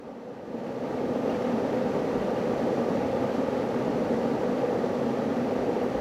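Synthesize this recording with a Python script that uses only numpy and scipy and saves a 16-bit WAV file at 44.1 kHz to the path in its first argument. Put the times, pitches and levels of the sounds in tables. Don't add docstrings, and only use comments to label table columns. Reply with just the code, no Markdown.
import sys
import numpy as np
from scipy import signal
from scipy.fft import rfft, irfft
from scipy.io import wavfile

SR = 44100
rng = np.random.default_rng(int(sys.argv[2]) if len(sys.argv) > 2 else 0)


def master(y):
    cut = np.clip(np.atleast_2d(y).T, -1, 1)
    pcm = np.round(cut * 32767)
    wavfile.write(sys.argv[1], SR, pcm.astype(np.int16))


N = 264996
EDGE_HZ = 15720
TAPS = 8192

# (frequency [Hz], t60 [s])
KITCHEN_T60 = [(150, 0.23), (1000, 0.94), (5000, 0.15), (14000, 0.63)]
# (time [s], peak [dB], frequency [Hz])
HAND_BUMPS = [(2.19, -45, 54), (5.60, -44, 58), (5.99, -38.5, 54.5)]
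# (time [s], peak [dB])
DRY_TICKS = [(5.540, -50), (5.837, -46)]
# (time [s], peak [dB], frequency [Hz])
PLINK_BUBBLES = [(0.923, -63, 6550), (1.296, -42, 2810), (1.349, -44, 2320), (1.421, -42, 2060),
                 (1.471, -34, 1140), (2.050, -44, 2240), (2.108, -35, 990), (2.364, -43, 2830),
                 (2.952, -59, 6720), (5.807, -47, 2820)]
# (time [s], peak [dB], frequency [Hz], swell [s])
RUMBLE_LUMPS = [(0.088, -40, 805, 0.0034), (0.258, -34.5, 494, .012), (0.506, -37.5, 517, 0.0068),
                (0.535, -35, 237, 0.015), (0.674, -28, 260, 0.0052), (1.243, -25.5, 262, 0.0067),
                (1.520, -23.5, 231, 0.021), (1.646, -26.5, 516, .004), (2.312, -25, 473, 0.0041),
                (2.727, -31.5, 475, .005), (4.634, -22.5, 488, 0.006), (5.054, -22, 480, 0.0055),
                (5.765, -18, 410, 0.0014), (5.814, -28, 690, .003), (5.940, -33, 566, 0.0039)]
# (frequency [Hz], width [Hz], lift [dB])
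BODY_MODES = [(103, 6, 1.5), (131.3, 13.3, 5), (199.8, 8.9, 5.5), (230.6, 16.6, 9), (250.3, 27, 8.5),
              (277.5, 13.4, 6), (398.4, 32, 3.5), (451, 15.5, 3.5), (480.6, 44, 6), (505, 11.6, 5),
              (533.5, 36, 3.5), (603, 23, 2.5), (808, 54, 4.5), (951, 64, 3.5), (1179, 98, 6.5),
              (1270, 67, 2.5), (1906, 150, 3), (2660, 650, 1), (4450, 870, 3), (5850, 760, 4)]
# (frequency [Hz], relative density [dB per Hz])
LARGE_COLOUR = [(20, -45), (35, -28), (54, -15.5), (80, -12), (115, -6.5), (165, -2), (330, -0.5),
                (560, 0.5), (700, -5), (900, -8.5), (1040, -22), (1600, -31.5), (4000, -53.5)]
# (frequency [Hz], relative density [dB per Hz])
SMALL_COLOUR = [(200, -33), (700, -1), (1100, 1), (1550, 0.34), (2300, -6.2), (3600, -12), (5200, -17.5),
                (6500, -20.5), (7600, -23), (8800, -31), (10000, -28.5), (11900, -28), (13000, -33),
                (14700, -37.5), (15700, -39)]
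# (time [s], level [dB])
RUMBLE_LEVEL = [(0, -41), (0.45, -40), (0.56, -34), (0.68, -34.5), (1.0, -29), (1.3, -27), (1.46, -29),
                (1.59, -27), (1.75, -27), (2.42, -28), (2.66, -26.3), (3.62, -28), (3.8, -27.5),
                (4.17, -26), (4.4, -27), (5.25, -27.5), (5.77, -27), (6.0, -29)]
# (time [s], level [dB])
HISS_LEVEL = [(0, -56), (0.43, -55), (0.7, -48), (0.77, -49), (0.86, -47), (1.2, -44.5), (1.34, -43),
              (2.0, -43), (2.65, -42.5), (6.0, -43.5)]


def gain_of(db):
    return 10 ** (np.asarray(db) / 20)


def evened(x):
    return x / np.sqrt(np.mean(x ** 2) + 1e-20)


def read(points, hz):
    f, value = np.transpose(points)
    return np.interp(np.log(hz + 1), np.log(f + 1), value)


def level(curve):
    return gain_of(np.interp(np.arange(N) / SR, *np.transpose(curve)))


def add(mix, start_s, sound):
    part = mix[max(round(start_s * SR), 0):][:len(sound)]
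    part += sound[:len(part)]


def drift(low_hz, high_hz):
    hz = np.fft.rfftfreq(N, 1 / SR)
    band = (hz > low_hz) / (1 + (hz / high_hz) ** 2)
    return evened(irfft(rfft(rng.standard_normal(N)) * band, N))


def kitchen(x):
    hz, t, noise = signal.stft(rng.standard_normal(SR // 2), SR, nperseg=256)
    decay_db = -60 * t / read(KITCHEN_T60, hz)[:, None]
    tail = signal.istft(noise * gain_of(decay_db), SR, nperseg=256)[1]
    tail = np.r_[np.zeros(SR // 200), tail]
    return signal.fftconvolve(x, tail / np.linalg.norm(tail))[:N]


def bumps(width_s=0.036):
    t = np.arange(N) / SR
    out = np.zeros(N)
    for s, db, hz in HAND_BUMPS:
        envelope = gain_of(db) * np.exp(-((t - s) / width_s) ** 2)
        out += envelope * np.sin(2 * np.pi * hz * (t - s))
    return out


def decaying_sine(db, hz, rise_s):
    t = np.arange(TAPS) / SR
    envelope = t / rise_s * np.exp(1 - t / rise_s)
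    return gain_of(db) * envelope * np.sin(2 * np.pi * hz * t)


def ticks(hz=13200, rise_s=0.00013):
    out = np.zeros(N)
    for s, db in DRY_TICKS:
        add(out, s, decaying_sine(db, hz, rise_s))
    return out


def plinks(rise_s=0.0025):
    out = np.zeros(N)
    for s, db, hz in PLINK_BUBBLES:
        add(out, s, decaying_sine(db, hz, rise_s))
    return out


def rumble_lumps():
    out = np.zeros(N)
    for s, db, hz, swell_s in RUMBLE_LUMPS:
        add(out, s, decaying_sine(db, hz, swell_s))
    return out


def crackle(per_s=150, db=-2.0, spread_db=2.5, low_hz=1200, high_hz=3200, octave_db=-6, rise_s=0.00085):
    out = np.zeros(N)
    for when, pitch, size in rng.random((round(per_s * N / SR), 3)):
        octaves = pitch * np.log2(high_hz / low_hz)
        size_db = spread_db * min(-np.log(1 - size), 3)
        pop_db = db + octave_db * octaves + size_db
        add(out, when * N / SR, decaying_sine(pop_db, low_hz * 2 ** octaves, rise_s))
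    return out


def collapse(colour):
    hz = np.fft.rfftfreq(TAPS, 1 / SR)
    db = read(colour, hz)
    for f, width_hz, lift_db in BODY_MODES:
        db = db + lift_db / (1 + (2 * (hz - f) / width_hz) ** 2)
    log_gain = np.log(gain_of(np.r_[db, db[-2:0:-1]]))
    return np.fft.ifft(np.exp(np.conj(signal.hilbert(log_gain)))).real


def swarm(colour, per_s, spread_db, clump_db, clump_hz):
    size_db = spread_db * np.minimum(rng.exponential(1, N), 4)
    size = gain_of(size_db + clump_db * drift(1.1, clump_hz))
    kicks = size * rng.choice([-1, 1], N) * (rng.random(N) < per_s / SR)
    return evened(irfft(rfft(kicks) * rfft(collapse(colour), N), N))


def steadied(x, span_s):
    span = np.hanning(round(2 * span_s * SR))
    power = signal.fftconvolve(x ** 2, span, "same") / signal.fftconvolve(np.ones(N), span, "same")
    return x / np.sqrt(power)


def sloshed(x, bend, slosh_hz):
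    n = np.arange(N)
    shift = np.cumsum(bend * drift(0.99, slosh_hz))
    return np.interp(n + shift, n, x, period=N)


def kettle():
    rumble = swarm(LARGE_COLOUR, per_s=2200, spread_db=1.5, clump_db=0.5, clump_hz=27.6)
    rumble = steadied(rumble, span_s=0.18)
    rumble = sloshed(rumble, bend=0.002, slosh_hz=3.6)
    hiss = swarm(SMALL_COLOUR, per_s=22000, spread_db=1.5, clump_db=0.44, clump_hz=30)
    return level(RUMBLE_LEVEL) * rumble + level(HISS_LEVEL) * (hiss + crackle())


def scene():
    near = kettle() + plinks() + rumble_lumps() + ticks()
    room_db = -13
    sway = np.pi * np.arange(N) / SR
    room = kitchen(near * np.cos(sway)) + kitchen(near * np.sin(sway))
    return (near + gain_of(room_db) * room + bumps())[None]


def record(dry):
    low_pass = signal.firwin(1023, EDGE_HZ, window=("kaiser", 9), fs=SR)
    return signal.oaconvolve(dry, low_pass[None], "same")


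dry = scene()
out = record(dry)
master(out)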